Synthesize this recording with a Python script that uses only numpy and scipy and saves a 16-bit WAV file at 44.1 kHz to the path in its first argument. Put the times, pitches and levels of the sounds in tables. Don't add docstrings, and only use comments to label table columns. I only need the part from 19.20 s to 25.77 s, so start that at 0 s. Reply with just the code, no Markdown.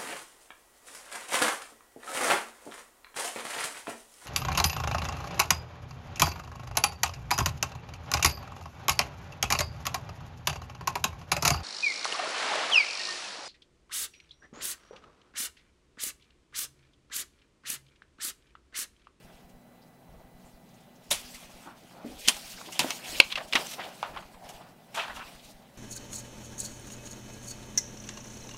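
import sys
import numpy as np
from scipy import signal
from scipy.fft import rfft, irfft, next_fast_len
from scipy.io import wavfile
from scipy.ndimage import uniform_filter1d, map_coordinates

SR = 44100
rng = np.random.default_rng(int(sys.argv[2]) if len(sys.argv) > 2 else 0)


def master_out(mix):
    frames = np.transpose(np.atleast_2d(mix))
    ceiling = np.clip(frames, -1, 1)
    pcm = np.round(ceiling * 32767).astype(np.int16)
    wavfile.write(sys.argv[1], SR, pcm)


def gain_from_db(level_db):
    decades = np.asarray(level_db, float) / 20
    return 10 ** decades


N = 289888

# (frequency [Hz], level [dB per Hz])
AIR_SPECTRUM = [(18, -11), (45, -26.5), (90, -14.5), (118, -1), (185, 0.5), (245, -5), (310, -9.5),
                (480, -10), (760, -9), (1000, -19), (1500, -19.5), (3500, -30.5), (6000, -35), (16000, -29)]
# (frequency [Hz], level [dB rms])
HUM_TONES = [(59.2, -75), (183.0, -67), (242.2, -66), (786.0, -74), (1992, -76.5), (3978, -81),
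             (4597, -100.5), (5970, -96), (9954, -92), (11940, -106.5)]
# (time [s], length [s], depth [dB])
SUPPLY_SAGS = [(0.044, 0.008, -47), (0.142, .009, -47), (0.243, 0.0078, -48), (0.338, 0.012, -47),
               (0.89, 0.0051, -46), (0.904, 0.0099, -48), (0.926, 0.012, -47.5), (0.943, 0.0081, -49.5),
               (0.958, 0.0093, -45), (0.986, 0.0056, -48.5)]
# (frequency [Hz], time to fall 60 dB [s])
ROOM_DECAY = [(200, 0.23), (2000, 0.18), (10000, 0.13)]

# (centre [Hz], width [Hz], level [dB])
CREASE_MODES = [(2700, 2300, 7), (4000, 5350, 0.5)]
CAVITY_MODES = [(672, 457, 18)]
FOLD_MODES = [(1480, 1700, 0)]
SCRATCH_MODES = [(4480, 3120, -1), (9200, 5700, -0.5), (14500, 7300, -3.5)]
DESK_MODES = [(250, 460, -0.5), (431, 250, 1)]
FLAP_MODES = [(878, 796, 8), (1510, 2530, 2)]
EDGE_MODES = [(5800, 4300, 2.8), (12600, 12000, -2.5)]

# (start [s], length [s], rubbing [dB], lift [dB])
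STEADY_STROKES = [(0, 0.21, -67, 7), (.9, 0.12, -78, 19), (1.191, 0.15, -69, 0), (1.45, 0.4, -71, -9),
                  (1.806, 0.29, -71, -5), (1.944, 0.064, -46.5, -10), (2.05, 0.18, -54, -5),
                  (2.246, .2, -57.5, -0.5), (2.56, 0.14, -63, 0.5), (2.722, 0.13, -68, 17),
                  (3.09, 0.048, -43.5, -1.5), (3.174, 0.16, -47, -15.5), (3.382, 0.15, -53, 1),
                  (3.608, 0.098, -43, 3), (3.78, 0.18, -52, 1.5), (4.165, 0.086, -55, 7),
                  (4.347, 0.063, -43, 3.5), (4.572, 0.11, -55.5, 11), (4.72, 0.11, -56, 1.5),
                  (4.87, 0.14, -60.5, 13.5), (5.06, 0.057, -62.5, 3), (5.15, 0.092, -69, 11),
                  (5.247, 0.12, -57.5, 4.5), (5.38, 0.12, -66.5, 10), (5.75, 0.23, -58, 5.5),
                  (6.043, 0.1, -55.5, 1), (6.3, .35, -65.5, 3.5)]
# (start [s], length [s], rubbing [dB], lift [dB], growth [dB/s])
SPEEDING_STROKES = [(2.865, 0.12, -56.5, 1.5, 22), (2.98, 0.12, -52, -22, 135), (3.72, 0.052, -45, -9, 13),
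                    (3.845, .15, -44, -4.5, 25), (4.04, 0.073, -49.5, -28.5, 36),
                    (4.45, 0.095, -43.5, -10, 8), (5.56, 0.19, -75, 10, 44), (6.19, 0.13, -61, -3, 5)]
# (level over the rubbing [dB], share of the lift [1], rest level [dB])
PAPER_ANSWERS = [
    (-2.5, .15, -78),
    (-3.5, 0.98, -66),
    (-5.5, 0.54, -81),
    (-1.53, .01, -76.5),
]

# (time [s], peak level [dB], rise [ms], time to fall 60 dB [ms])
TAUT_BURSTS = [(.285, -68.5, 12, 180), (1.6, -69, 10, 130), (1.745, -75, 15, 130), (1.82, -67.5, 28, 250),
               (4.27, -55.5, 19, 120), (1.904, -36, 2.8, 56), (1.907, -30, 6.5, 26),
               (1.914, -30.5, 5.4, 207), (2.135, -50.5, 13, 260), (3.03, -70, 23.9, 119),
               (3.0755, -28, 1.5, 60), (3.0839, -18, 0.42, 34), (3.09, -31.5, 1.8, 94),
               (3.164, -44, 3.3, 43), (3.512, -46, 16, 380), (3.592, -18.5, 0.6, 17),
               (3.597, -33, 0.92, 150), (3.705, -34.5, 0.5, 18), (4.326, -58, 0.44, 12),
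               (4.344, -45.5, 3.3, 44), (4.459, -44.5, 6.2, 65), (4.5, -46, 19, 66), (4.53, -45.5, 8, 57),
               (5.288, -47.5, 3.3, 100), (5.742, -44, 8.4, 340), (5.94, -52, 27, 180),
               (6.218, -59.5, 32, 300)]
FOLDED_BURSTS = [(2.706, -60, 6, 40), (3.484, -64, 1.3, 15), (3.597, -25.5, 1, 83),
                 (3.7045, -24.5, 1.3, 35), (3.712, -41, 4.6, 93), (4.0002, -10, 1.2, 22),
                 (4.0011, -10, 1.15, 11), (4.014, -37, 5, 60), (4.095, -39.5, 11, 90),
                 (4.112, -33.5, 9.5, 40), (4.122, -30.5, 3.1, 48), (4.1545, -29.5, 1.6, 70),
                 (4.173, -35.5, 5, 66), (4.325, -27.5, 1.2, 36), (4.331, -20.5, 2.3, 26),
                 (4.352, -17.5, 2.7, 28), (4.356, -21, 0.89, 86), (4.395, -41.5, 7.6, 88),
                 (4.59, -44.5, 15, 290), (4.63, -49, 14, 150), (4.965, -64, 5.3, 82),
                 (5.791, -43, 10.4, 118), (5.816, -46.5, 5.9, 380), (6.06, -52, 9.8, 130)]
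SLACK_BURSTS = [(2.44, -61.5, 28, 290), (2.49, -66, 20, 90), (2.706, -70, 6.3, 57), (3.412, -51.5, 0.5, 15),
                (3.484, -54.5, 2.9, 42), (4.008, -51.5, 8, 194), (4.173, -41.5, 2.6, 46),
                (4.2, -51, 12, 28), (4.351, -36.5, 2.6, 87), (4.575, -50.5, 16, 260),
                (4.828, -30.5, 0.24, 14.4), (4.832, -44, 3.8, 177), (4.925, -59, 26, 81),
                (4.961, -47.5, 2.6, 54), (4.971, -49, 2, 92), (5.023, -57.5, 2.8, 110), (5.13, -64, 20, 80),
                (5.4, -64, 14, 150), (5.743, -49, 2, 220), (5.766, -38.5, 13.4, 220),
                (5.875, -53.5, 6.7, 77), (5.895, -59, 8.5, 280), (5.958, -56, 19, 210),
                (5.989, -53, 5.7, 53), (6.012, -60, 9.3, 67)]

# (time [s], level [dB], centre [Hz], time to fall 60 dB [ms])
STRUCK_PANELS = [(3.413, -57.5, 1094, 22), (1.911, -29, 3820, 110), (1.912, -30.5, 636, 91),
                 (1.91, -27, 10000, 130), (2.636, -56, 5500, 15), (3.078, -26, 3400, 41),
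                 (3.0838, -14.5, 4810, 20), (3.084, -24.5, 9500, 75), (3.593, -22, 4400, 19),
                 (3.592, -31, 930, 99), (3.644, -28.5, 716, 51), (3.705, -28.5, 6100, 37),
                 (4.0003, -13, 3700, 16), (4.0004, -18, 2400, 30), (4.0005, -21, 942, 30),
                 (4.0005, -25.5, 560, 34), (4.175, -35, 1720, 100), (4.232, -52, 7500, 18),
                 (4.273, -48, 5540, 13), (4.355, -28, 1940, 83), (5.2, -48.5, 750, 820)]
# (time [s], level [dB], centre [Hz], time to fall 60 dB [ms])
RUBBED_PANELS = [(.61, -64, 4700, 120), (1.24, -64, 7500, 200), (1.485, -66, 6200, 60),
                 (1.535, -63.5, 6650, 90), (1.75, -65, 6000, 89.4), (3.03, -54, 6230, 70),
                 (3.04, -40, 3030, 122), (3.37, -49, 1520, 79.3), (3.92, -40.5, 2800, 300),
                 (4.59, -39, 1910, 121), (4.965, -45, 3080, 85), (5.77, -44, 1030, 171),
                 (5.785, -31.5, 2600, 111), (5.895, -40, 1860, 67), (6.0, -42, 1510, 75.4),
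                 (3.355, -49, 4970, 148), (3.44, -52, 3380, 200), (5.99, -48, 2530, 250),
                 (6.2, -59, 4126, 399), (5.43, -60, 1307, 250), (2.97, -52, 485, 298),
                 (3.54, -45, 3100, 170), (2.45, -51, 880, 230), (2.455, -51, 1400, 200),
                 (2.73, -59, 1350, 500), (2.8, -50.5, 600, 400), (3.6, -44, 1560, 200),
                 (4.175, -45, 620, 300), (5.83, -48, 1500, 400), (5.99, -49, 1150, 250),
                 (3.45, -51, 4800, 120)]
# (time [s], peak level [dB], pitch [Hz], time to fall 60 dB [s])
DESK_THUMPS = [(2.46, -45.5, 286, 0.18), (2.846, -33, 237, 0.19), (2.9, -40.5, 258, 0.16),
               (3.078, -30.5, 227, 0.091), (3.595, -33.5, 264, .08), (3.644, -24.5, 269, 0.065),
               (3.345, -46, 200, 0.078), (2.632, -47.5, 328, 0.075), (2.865, -41, 300, .1),
               (4.0004, -19, 390, 0.017), (4.001, -28.5, 134.6, 0.016), (6.07, -52.5, 298, 0.122),
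               (1.912, -43, 189.5, 0.14), (1.915, -46, 335, 0.13), (4.352, -25.5, 274, 0.041),
               (4.34, -36, 470, .08), (3.47, -45, 330, .15), (3.6, -40, 150, .2), (4.58, -50.5, 297, 0.25)]
# (time [s], peak level [dB], pitch [Hz], time to fall 60 dB [ms])
CREASE_POPS = [(2.4715, -40, 890, 60), (2.489, -41, 880, 40), (2.711, -45, 780, 30), (2.846, -44, 650, 33),
               (3.0841, -10, 3100, 10), (3.0841, -9, 4600, 12), (3.0841, -8, 6890, 12),
               (3.092, -18, 3100, 35), (3.123, -27, 3600, 14), (2.147, -40, 2060, 50),
               (3.166, -37.5, 820, 76), (3.384, -39, 2200, 25), (3.4139, -33, 1100, 20),
               (3.489, -37, 755, 50), (3.527, -30, 2890, 15), (3.558, -38, 700, 15), (3.857, -34, 2670, 16),
               (4.0001, -14, 520, 22), (4.0005, 0, 2700, 10), (4.0005, -20, 9000, 6),
               (4.0018, -2, 2300, 16), (4.0017, -3, 4000, 12), (4.1242, -20, 3280, 14),
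               (4.1574, -20, 2800, 16), (4.1612, -24, 2100, 16), (4.181, -27, 2300, 14),
               (4.204, -32, 1900, 10), (4.21, -29, 1700, 10), (4.222, -39, 720, 25), (4.232, -40, 760, 25),
               (4.3325, -16, 2290, 25), (4.354, -15, 1930, 14), (4.354, -20, 5800, 12),
               (4.36, -11, 2120, 15), (4.3655, -21, 2900, 20), (4.372, -20, 1000, 22),
               (4.401, -31, 790, 34), (4.469, -28, 6200, 10), (4.59, -34, 760, 110), (4.972, -35, 1110, 25),
               (5.028, -42, 876, 25), (5.225, -44, 700, 40), (5.297, -35.5, 720, 30), (5.412, -43, 850, 30),
               (5.7445, -31, 900, 30), (5.772, -29, 950, 50), (5.799, -25, 2590, 14),
               (5.883, -33, 1050, 22), (5.897, -34, 1100, 30), (5.963, -35, 2760, 40),
               (5.971, -35, 1000, 25), (6.001, -33, 1340, 30), (6.023, -36, 1250, 18)]


def unit(x):
    return x / np.sqrt(np.mean(x ** 2, axis=-1, keepdims=True) + 1e-20)


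def along(points, hz):
    f, values = np.transpose(points)
    return np.interp(np.log(hz + 1), np.log(f + 1), values)


def wobble(rate):
    knots = rng.standard_normal(int(N * rate / SR) + 4)
    return map_coordinates(knots, [np.arange(N) * rate / SR])


def filtered(x, response):
    size = next_fast_len(N + SR // 2)
    return irfft(rfft(x, size) * response(np.fft.rfftfreq(size, 1 / SR)), size)[..., :N]


def resonant(x, modes):
    def once(f):
        total = 0
        for k, (centre, width, db) in enumerate(modes):
            mode = 1j * f * width / (centre * centre - f * f + 1j * f * width)
            total = total + (-1) ** k * gain_from_db(db) * mode
        return total

    norm = np.sqrt(np.mean(np.abs(once(np.linspace(0, SR / 2, num=2000))) ** 4))
    return filtered(x, lambda f: once(f) ** 2 / norm)


def swell(t, rise, life):
    onset = np.sin(np.pi / 2 * np.clip(t / rise, 0, 1)) ** 2
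    return onset * gain_from_db(-60 * np.maximum(t - rise, 0) / life)


def fibres(clump_db, spike_db):
    size = gain_from_db(clump_db * wobble(45) + spike_db * wobble(600))
    return unit(size * rng.standard_normal(N))


def background():
    noise = unit(filtered(rng.standard_normal(N), lambda hz: gain_from_db(along(AIR_SPECTRUM, hz))))
    air = gain_from_db(-58.5 + 1.0 * wobble(1.4)) * noise
    t = np.arange(N) / SR
    tones = np.zeros(N)
    for hz, db in HUM_TONES:
        waver_db = 2.5 if hz < 1000 else 0.6
        level = gain_from_db(db + 2.5 + waver_db * wobble(5.8))
        tones += level * np.sin(2 * np.pi * hz * t + 1.6 * wobble(11.0))
    return air + tones


def strokes(rows, t, attack_db_per_s, release_db_per_s, crease_db, fold_db):
    start, length, rub_db, lift_db, *growth = np.transpose(rows)[..., None]
    shape_db = rub_db + sum(growth) * np.clip(t - start, 0, length)
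    shape_db = shape_db - attack_db_per_s * np.maximum(start - t, 0)
    shape_db = shape_db - release_db_per_s * np.maximum(t - start - length, 0)
    powers = []
    for (over_db, share, _), extra_db in zip(PAPER_ANSWERS, (crease_db, 0, fold_db, 0)):
        level = gain_from_db(shape_db + over_db + extra_db + share * lift_db)
        powers.append(np.sum(level ** 2, axis=0))
    return np.array(powers)


def patchy(x, depth_db):
    z = signal.stft(x, nperseg=256)[2]
    field = rng.standard_normal(z.shape)
    field = uniform_filter1d(field, size=4, axis=0)
    field = uniform_filter1d(field, size=14, axis=1)
    return signal.istft(z * gain_from_db(depth_db * field / field.std()), nperseg=256)[1][:N]


def rustle():
    t = np.arange(0, N + 64, 64) / SR
    power = strokes(STEADY_STROKES, t, attack_db_per_s=398.5, release_db_per_s=168.5, crease_db=0, fold_db=0)
    power = power + strokes(SPEEDING_STROKES, t, attack_db_per_s=702.5, release_db_per_s=499,
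                            crease_db=-0.5, fold_db=-6.5)
    gains = []
    for part_power, (_, _, rest_db) in zip(power, PAPER_ANSWERS):
        gains.append(np.interp(np.arange(N) / SR, t, np.sqrt(part_power + gain_from_db(rest_db) ** 2)))
    paper = np.zeros(N)
    for gain, modes in zip(gains, (CREASE_MODES, CAVITY_MODES, FOLD_MODES, SCRATCH_MODES)):
        paper += gain * resonant(fibres(clump_db=1.7, spike_db=1.24), modes)
    desk = gain_from_db(-7.0) * gains[1] * resonant(fibres(clump_db=2.5, spike_db=4.0), DESK_MODES)
    return patchy(paper, depth_db=2.0) + desk


def supply():
    cycle_s, low_hz, high_hz = 1.001, 9, 140
    phase = np.arange(N) / SR % cycle_s
    dips = np.zeros(N)
    for s, length, db in SUPPLY_SAGS:
        dips -= gain_from_db(db) * ((phase > s) & (phase < s + length))
    return filtered(dips, lambda f: 1j * f / (low_hz + 1j * f) / (1 + 1j * f / high_hz) ** 2)


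def snaps():
    drive = np.zeros((3, N + SR))
    t = np.arange(SR // 3) / SR
    life_ratio = np.array([[0.99], [1.3], [0.8]])
    states = ((TAUT_BURSTS, -11, 2.5), (FOLDED_BURSTS, -16.5, -17), (SLACK_BURSTS, 8.5, -31.5))
    for bursts, body_db, edge_db in states:
        for s, db, rise_ms, t60_ms in bursts:
            part_db = np.array([[0], [body_db - 0.0259 * (db + 30)], [edge_db]])
            burst = gain_from_db(db + part_db) * swell(t, rise_ms / 1000, t60_ms / 1000 * life_ratio)
            start = round(s * SR)
            drive[:, start:start + len(t)] += burst
    out = np.zeros(N)
    for part, modes in zip(drive, (CREASE_MODES, FLAP_MODES, EDGE_MODES)):
        out += resonant(part[:N] * fibres(clump_db=0.5, spike_db=1.5), modes)
    return out


def panels():
    out = np.zeros(N + SR)
    t = np.arange(SR // 2) / SR
    f = np.fft.rfftfreq(len(t), 1 / SR)
    for rings, rise, width in ((STRUCK_PANELS, 0.036, 0.23), (RUBBED_PANELS, 0.125, 0.34)):
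        for s, db, hz, t60_ms in rings:
            band = 1 / (1 + (2 * (f / hz - 1) / width) ** 2)
            ring = unit(irfft(rfft(rng.standard_normal(len(t))) * band, len(t)))
            life = t60_ms / 1000
            out[round(s * SR):][:len(t)] += gain_from_db(db) * ring * swell(t, rise * life, life)
    return out[:N]


def thumps():
    out = np.zeros(N + SR)
    t = np.arange(SR // 3) / SR
    for s, db, hz, t60 in DESK_THUMPS:
        ring = np.zeros(len(t))
        for ratio, level_db in ((1, 0.5), (1.2, -2), (1.8, -8.5)):
            ring += gain_from_db(level_db) * np.sin(2 * np.pi * hz * ratio * t)
        soft_start = 1 - np.exp(-t / 0.002)
        out[round(s * SR):][:len(t)] += gain_from_db(db - 60 * t / t60) * soft_start * ring
    return out[:N]


def pops():
    out = np.zeros(N + SR)
    t = np.arange(SR // 10) / SR
    for s, db, hz, t60_ms in CREASE_POPS:
        ring = np.sin(2 * np.pi * hz * t) + gain_from_db(-7.5) * np.sin(2 * np.pi * hz * 1.23 * t)
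        out[round(s * SR):][:len(t)] += gain_from_db(db - 3) * ring * swell(t, 0.00037, t60_ms / 1000)
    return out[:N]


def room(x):
    hz, t, z = signal.stft(rng.standard_normal(SR // 2), SR, nperseg=256)
    fade = gain_from_db(-60 * t / along(ROOM_DECAY, hz)[:, None])
    tail = signal.istft(z * fade, SR, nperseg=256)[1]
    delayed = np.pad(x, (260, 0))
    return signal.fftconvolve(delayed, tail / np.linalg.norm(tail))[:N]


def scene():
    paper = snaps() + panels() + pops() + thumps()
    mix = paper + gain_from_db(-19.5) * room(paper) + rustle() + background() + supply()
    return mix[None]


def roll_off(x):
    return signal.sosfilt(signal.butter(12, 16330, fs=SR, output="sos"), x)


def record(dry):
    top_hz, slope_hz = 15900, 150
    clipped = np.clip(dry, -1, 1)
    limited = filtered(clipped, lambda hz: np.clip((top_hz - hz) / slope_hz, 0, 1) ** 2)
    return roll_off(limited)


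dry = scene()
out = record(dry)
master_out(out)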